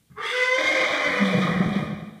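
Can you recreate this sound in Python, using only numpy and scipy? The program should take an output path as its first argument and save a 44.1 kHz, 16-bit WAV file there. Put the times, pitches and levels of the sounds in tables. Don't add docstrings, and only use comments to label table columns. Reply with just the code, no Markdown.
import sys
import numpy as np
from scipy import signal
from scipy.fft import rfft, irfft
from scipy.io import wavfile

SR = 44100
rng = np.random.default_rng(int(sys.argv[2]) if len(sys.argv) > 2 else 0)


def materialize(psi):
    bounded = np.clip(np.atleast_2d(psi).T, -1, 1)
    quanta = np.round(bounded * 32767).astype(np.int16)
    wavfile.write(sys.argv[1], SR, quanta)


N = 97020
T = np.arange(N) / SR
FLUTTER_HZ, SWELL_HZ = 19.5, 14

# time in seconds, pitch in Hz.
CRY_PITCH = [(.16, 425), (.22, 455.9), (.29, 467), (.35, 500.2), (.44, 500.7), (.51, 514.6), (.56, 517.4),
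             (.6, 536.8), (.7, 529.7), (.82, 516.8), (.95, 505.6), (1.05, 507), (1.18, 493.9), (1.4, 503.4),
             (1.8, 480)]
# time in seconds, pitch in Hz, level in dB.
LOW_VOICE = [(.56, 301.5, -59), (.59, 305.5, -24), (.62, 306.5, -29.5), (.665, 303, -41.5),
             (.72, 306.5, -26.5), (.77, 310.7, -37.5), (.82, 307.1, -26.5), (.9, 298.8, -40),
             (.97, 286.2, -23.5), (1.02, 289.4, -40), (1.06, 290.1, -30), (1.13, 264.4, -32),
             (1.22, 255.1, -34.5), (1.35, 250.2, -54)]


def clear_tone():
    # time in seconds, level in dB, overtone gain in dB, roughness from 0 to 1.
    contour = [(.15, -67, -16, 0.59), (.19, -36, -18, 0.73), (.24, -33, 3, 0.72), (.3, -34, -12, 0.52),
               (.36, -26.5, 0, 0.08), (.43, -20.5, 2.5, 0.15), (.49, -23, -0.5, 0.05),
               (.55, -20.5, 1.5, 0.09), (.6, -24.5, -2, 0.17), (.63, -30, 2.5, 0.42),
               (.675, -24.5, 5.5, 0.1), (.72, -29, 2.5, 0.57), (.78, -25, -3.5, 0.65),
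               (.84, -24, 1.5, 0.68), (.93, -43, 3, 0.96), (.98, -33, 4, 0.49), (1.05, -30.5, 6.5, 0.47),
               (1.1, -41, -6, .8), (1.135, -29, -6, 0.33), (1.18, -34, 12, 0.29), (1.26, -44, -10, 0.84),
               (1.335, -26, -5, .6), (1.42, -40, -4, 0.86), (1.6, -42, -1, 0.98)]
    # harmonic number, relative level in dB.
    harmonics = [(1, 0), (2, -10), (3, -9), (4, 1), (5, -9), (6, -13.5), (7, -15), (8, -23), (9, -20),
                 (10, -25), (12, -23), (14, -33.5), (18, -41), (26, -55)]
    hz, = in_time(CRY_PITCH)
    db, overtones_db, rough = in_time(contour)
    scatter_rad = 0.033
    phase = jittered_phase(hz, rough) + scatter_rad * drift(200)
    gain = from_db(db + 4.1 * rough * drift(FLUTTER_HZ))
    return gain * voiced(phase, harmonics, overtones_db) * during(contour)


def rasp():
    # time in seconds, level in dB, bass gain in dB, treble gain in dB.
    contour = [(.53, -57, -8, -9), (.595, -25, -1, 1.5), (.66, -30, -4, 3.5), (.76, -23.5, -4, 2.5),
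               (.85, -25.5, -2.5, -1), (.97, -22.5, -5.5, -2.5), (1.06, -26, 1, 0), (1.12, -24, -6, -3),
               (1.19, -21.5, -5.5, -10.5), (1.27, -32, 0, 3.5), (1.345, -25, 2, -4), (1.43, -28, -1.5, 1.5),
               (1.53, -28.5, 0.5, -12), (1.6, -31.5, 2.5, -7), (1.69, -35, 0.5, -3), (1.76, -28.5, 0, -2.5),
               (1.83, -43, 13, -2), (1.88, -38, 2, -11), (1.96, -48, -12, -14), (2.03, -85, -11, -8)]
    # time in seconds, level in dB.
    ring_levels = [(1.1, -64), (1.25, -32.5), (1.33, -56), (1.41, -35.5), (1.5, -33.5), (1.56, -67),
                   (1.63, -35), (1.7, -72), (1.79, -39), (1.9, -67), (2, -87)]
    db, bass_db, treble_db = in_time(contour)
    folds = chopped_air(in_time(LOW_VOICE)[0], rough=4.0, pulse_share=0.54)
    x = airway(folds)
    bass, body = below(x, hz=960), below(x, hz=2738)
    mid, treble = body - bass, x - body
    shaped = from_db(bass_db) * bass + mid + from_db(treble_db) * treble
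    ring = envelope(ring_levels) * band(folds, hz=1214.9, width_hz=128)
    return (from_db(db) * shaped + ring) * during(contour)


def low_voice():
    # harmonic number, relative level in dB.
    harmonics = [(1, -2.5), (2, 1), (3, -20.5), (4, -10), (5, -7), (6, -44.5), (7, 1.5), (8, -0.5), (9, -2),
                 (11, -29), (16, -17)]
    hz, db = in_time(LOW_VOICE)
    gain = from_db(db + 2.5 * drift(FLUTTER_HZ))
    return gain * voiced(jittered_phase(hz, rough=0.684), harmonics, overtones_db=1.5) * during(LOW_VOICE)


def hoarse_opening():
    # time in seconds, level in dB, treble gain in dB.
    contour = [(.1, -55, -23), (.15, -57, -16), (.185, -27, -21), (.225, -27, -10.5), (.265, -28, 0),
               (.33, -32.5, 4), (.38, -33.5, 5), (.46, -41.5, 8), (.56, -54, 1)]
    # centre in Hz, width in Hz, relative gain in dB.
    mouth = [(415, 42, -1.5), (776, 100, -14), (1176, 186, -1), (1620, 200, -2.5), (2077, 190, 5.5),
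             (2355, 43, -5), (2760, 230, -7.5), (3460, 380, -2.5), (4740, 810, -15), (6060, 190, -15),
             (8360, 2900, -24), (13600, 3100, -43)]
    db, treble_db = in_time(contour)
    x = resonate(chopped_air(in_time(CRY_PITCH)[0], rough=1.5, pulse_share=0.34), mouth)
    low = below(x, hz=1630)
    return from_db(db) * (low + from_db(treble_db) * (x - low)) * during(contour)


def squeaks():
    # start in seconds, length in seconds, start pitch in Hz, end pitch in Hz, level in dB.
    glides = [(0.162, 0.1, 1084, 1310, -31.5), (.205, 0.16, 3157, 3690, -35.5),
              (0.315, .11, 1205, 1270, -51), (.32, 0.056, 1537, 1535, -27.5),
              (0.397, 0.089, 1490, 1525, -34)]
    out = np.zeros(N)
    for start_s, length_s, start_hz, end_hz, db in glides:
        along = np.clip((T - start_s) / length_s, 0, 1)
        phase = jittered_phase(start_hz + (end_hz - start_hz) * along, rough=0.802)
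        out += from_db(db) * np.sin(np.pi * along) * np.sqrt(2) * np.sin(phase)
    return out


def last_push():
    # time in seconds, level in dB.
    levels = [(1.7, -66), (1.735, -40), (1.77, -46), (1.83, -67)]
    return envelope(levels) * band(rng.standard_normal(N), hz=3420, width_hz=940) * during(levels)


def voiced(phase, harmonics, overtones_db):
    number, db = np.transpose(harmonics)
    ks = np.arange(1, round(number[-1]) + 1)
    gains = from_db(np.interp(ks, number, db))
    swells = [swell() for _ in range(5)]
    upper = sum(gain * swells[k % len(swells)] * np.sin(k * phase + rng.uniform(0, 2 * np.pi))
                for k, gain in zip(ks[1:], gains[1:]))
    return (gains[0] * np.sin(phase) + from_db(overtones_db) * upper) / np.sqrt(np.sum(gains ** 2) / 2)


def chopped_air(hz, rough, pulse_share):
    phase = jittered_phase(hz, rough)
    closures = np.diff(np.floor(phase / (2 * np.pi)), prepend=0)
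    pulses = below(closures, hz=3780)
    air = rng.standard_normal(N) * (1 + .5 * np.cos(phase))
    return (pulse_share * rms_one(pulses - pulses.mean()) + rms_one(air)) * from_db(1.6 * drift(60))


def airway(x):
    # centre in Hz, width in Hz, relative gain in dB.
    resonances = [(374, 160, -4.5), (508, 100, -2.5), (616, 85, 1.5), (748, 108, -0.5), (1075, 100, -2.5),
                  (1216, 94.3, -5.5), (1440, 270, -25), (1730, 320, -8), (1954, 264, -3.5), (2355, 370, -2),
                  (3230, 190, -14.5), (3590, 820, -8), (4820, 230, -16), (5730, 870, -18.5),
                  (7670, 3000, -30), (12100, 11000, -45)]
    out = rms_one(sum(swell() * colour(x, lambda f: peak(f, *row)) for row in resonances))
    return (out - below(out, hz=163)) * swell(spread_db=1.44)


def nasal_notch(x, hz=2694, sigma_hz=112, depth_db=27):
    return colour(x, lambda f: from_db(-depth_db * np.exp(-.5 * ((f - hz) / sigma_hz) ** 2)))


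def toot(overtone_db=-27):
    # time in seconds, pitch in Hz, level in dB.
    contour = [(1.05, 168.9, -49), (1.08, 169, -45), (1.185, 197.6, -41), (1.225, 200, -14),
               (1.25, 192, -27), (1.31, 188.3, -27), (1.37, 187.8, -23.5), (1.45, 192.5, -24),
               (1.48, 179.1, -59), (1.57, 177.9, -24), (1.62, 189.9, -26.5), (1.7, 191, -31),
               (1.85, 215.6, -37), (2.04, 218, -41), (2.2, 219, -53)]
    hz, db = in_time(contour)
    phase = jittered_phase(hz, rough=1.365)
    wave = np.sin(phase) + from_db(overtone_db) * np.sin(2 * phase)
    return from_db(db + 1.374 * drift(30)) * np.sqrt(2) * wave * (T > contour[0][0])


def sputters(rise_s=0.0062, overtone_db=-12.5):
    # start in seconds, level in dB, pitch in Hz.
    puffs = [(1.345, -17.5, 143.1), (1.375, -12.5, 147.2), (1.447, -16, 168), (1.488, -18, 183.2),
             (1.511, -18.5, 168), (1.556, -17.5, 172), (1.601, -11, 185), (1.631, -17.5, 171.5),
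             (1.656, -16, 172), (1.68, -16, 196), (1.712, -23.5, 162), (1.759, -16.5, 192),
             (1.795, -20.5, 153.4), (1.822, -18, 168.8), (1.896, -28.5, 170.4), (1.926, -25.5, 168),
             (1.982, -32, 162), (2.024, -27.5, 173)]
    out = np.zeros(N)
    for start_s, db, hz in puffs:
        age_s = np.maximum(T - start_s, 0)
        shape = (age_s / rise_s * np.exp(1 - age_s / rise_s)) ** 2
        phase = 2 * np.pi * hz * age_s
        out += from_db(db) * shape * (np.sin(phase) + from_db(overtone_db) * np.sin(2 * phase))
    return out


def hooves(rise_s=0.0061, decay_s=0.051):
    # start in seconds, level in dB, centre in Hz.
    falls = [(0.096, -45, 140), (0.144, -50, 164), (0.649, -45.5, 141), (.8, -40, 196.3), (.9, -44.5, 155),
             (1.07, -35.5, 182), (1.498, -30, 111.9), (1.66, -32, 110), (1.83, -39, 120.1),
             (1.939, -38.5, 120)]
    out = np.zeros(N)
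    for start_s, db, hz in falls:
        age_s = np.maximum(T - start_s, 0)
        shape = np.clip(age_s / rise_s, 0, 1) * np.exp(-age_s / decay_s)
        out += from_db(db) * shape * band(rng.standard_normal(N), hz, width_hz=106)
    return out


def sand_spray():
    # time in seconds, level in dB.
    levels = [(.9, -77), (1.15, -59), (1.45, -59.5), (1.65, -64), (1.83, -62.5), (1.92, -73)]
    return envelope(levels) * band(rng.standard_normal(N), hz=9110, width_hz=6000)


def arena(x, wet_db):
    # frequency in Hz, time to fall 60 dB in seconds.
    t60_s = [(120, 1.14), (500, 1.22), (1200, 1.09), (2200, 0.99), (4000, 1.18), (8000, 0.99),
             (15000, 0.81)]
    spectrum = rfft(rng.standard_normal(N))
    f = np.arange(N // 2 + 1) * SR / N
    edges_hz = np.geomspace(40, 18000, 11)
    tail = np.zeros(N)
    for lo, hi in zip(edges_hz, edges_hz[1:]):
        decay = from_db(-60 * T / at_hz(t60_s, np.sqrt(lo * hi)))
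        tail += irfft(spectrum * (f >= lo) * (f < hi), N) * decay
    tail *= np.clip(T / 0.005, 0, 1) * np.sqrt(np.log(1e6) / SR)
    return (x + from_db(wet_db) * signal.fftconvolve(x, tail)[:N]) / np.sqrt(1 + from_db(2 * wet_db))


def still_air(level_db=-65):
    # frequency in Hz, relative density in dB.
    spectrum = [(25, -23), (70, -2), (180, -2), (450, -15.5), (1000, -23.5), (3000, -20.5), (8000, -25),
                (15000, -25)]
    noise = colour(rng.standard_normal(N), lambda f: from_db(at_hz(spectrum, f)))
    return from_db(level_db) * rms_one(noise)


def from_db(db):
    return 10 ** (np.asarray(db) / 20)


def rms_one(x):
    return x / np.sqrt(np.mean(x ** 2) + 1e-20)


def in_time(rows):
    times_s, *columns = np.transpose(rows)
    return [np.interp(T, times_s, column) for column in columns]


def envelope(levels):
    return from_db(in_time(levels)[0])


def during(rows):
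    return (T > rows[0][0]) & (T < rows[-1][0])


def at_hz(rows, hz):
    f, values = np.transpose(rows)
    return np.interp(np.log(hz + 1), np.log(f), values)


def colour(x, gain):
    return irfft(rfft(x, 2 * N) * gain(np.arange(N + 1) * SR / (2 * N)))[:N]


def below(x, hz):
    return colour(x, lambda f: 1 / (1 + (f / hz) ** 8))


def peak(f, hz, width_hz, db):
    return from_db(db) / (1 + (2 * (f - hz) / width_hz) ** 2)


def resonate(x, resonances):
    return rms_one(colour(x, lambda f: sum(peak(f, *row) for row in resonances)))


def band(x, hz, width_hz):
    return resonate(x, [(hz, width_hz, 0)])


def drift(rate_hz):
    f = np.arange(N // 2 + 1) * SR / N
    return rms_one(irfft(rfft(rng.standard_normal(N)) / (1 + (f / rate_hz) ** 2), N))


def swell(spread_db=3):
    return from_db(spread_db * drift(SWELL_HZ))


def jittered_phase(hz, rough):
    wobble = .005 * drift(20)
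    jitter = .035 * rough * drift(90)
    return 2 * np.pi * np.cumsum(hz * (1 + wobble + jitter)) / SR


def scene():
    broken_voice = nasal_notch(rasp() + low_voice() + last_push())
    harsh = arena(broken_voice + hoarse_opening() + squeaks(), wet_db=-2.0)
    tone = arena(nasal_notch(clear_tone()), wet_db=-1.0)
    gas = toot() + sputters()
    body = arena(gas - below(gas, hz=104) + hooves(), wet_db=-8.5)
    air = still_air()
    return (harsh + tone + body + sand_spray() + air)[None]


def record(dry):
    cutoff_hz, edge_hz = 15250, 200
    return np.array([colour(x, lambda f: np.clip((cutoff_hz - f) / edge_hz + .5, 0, 1)) for x in dry])


dry = scene()
out = record(dry)
materialize(out)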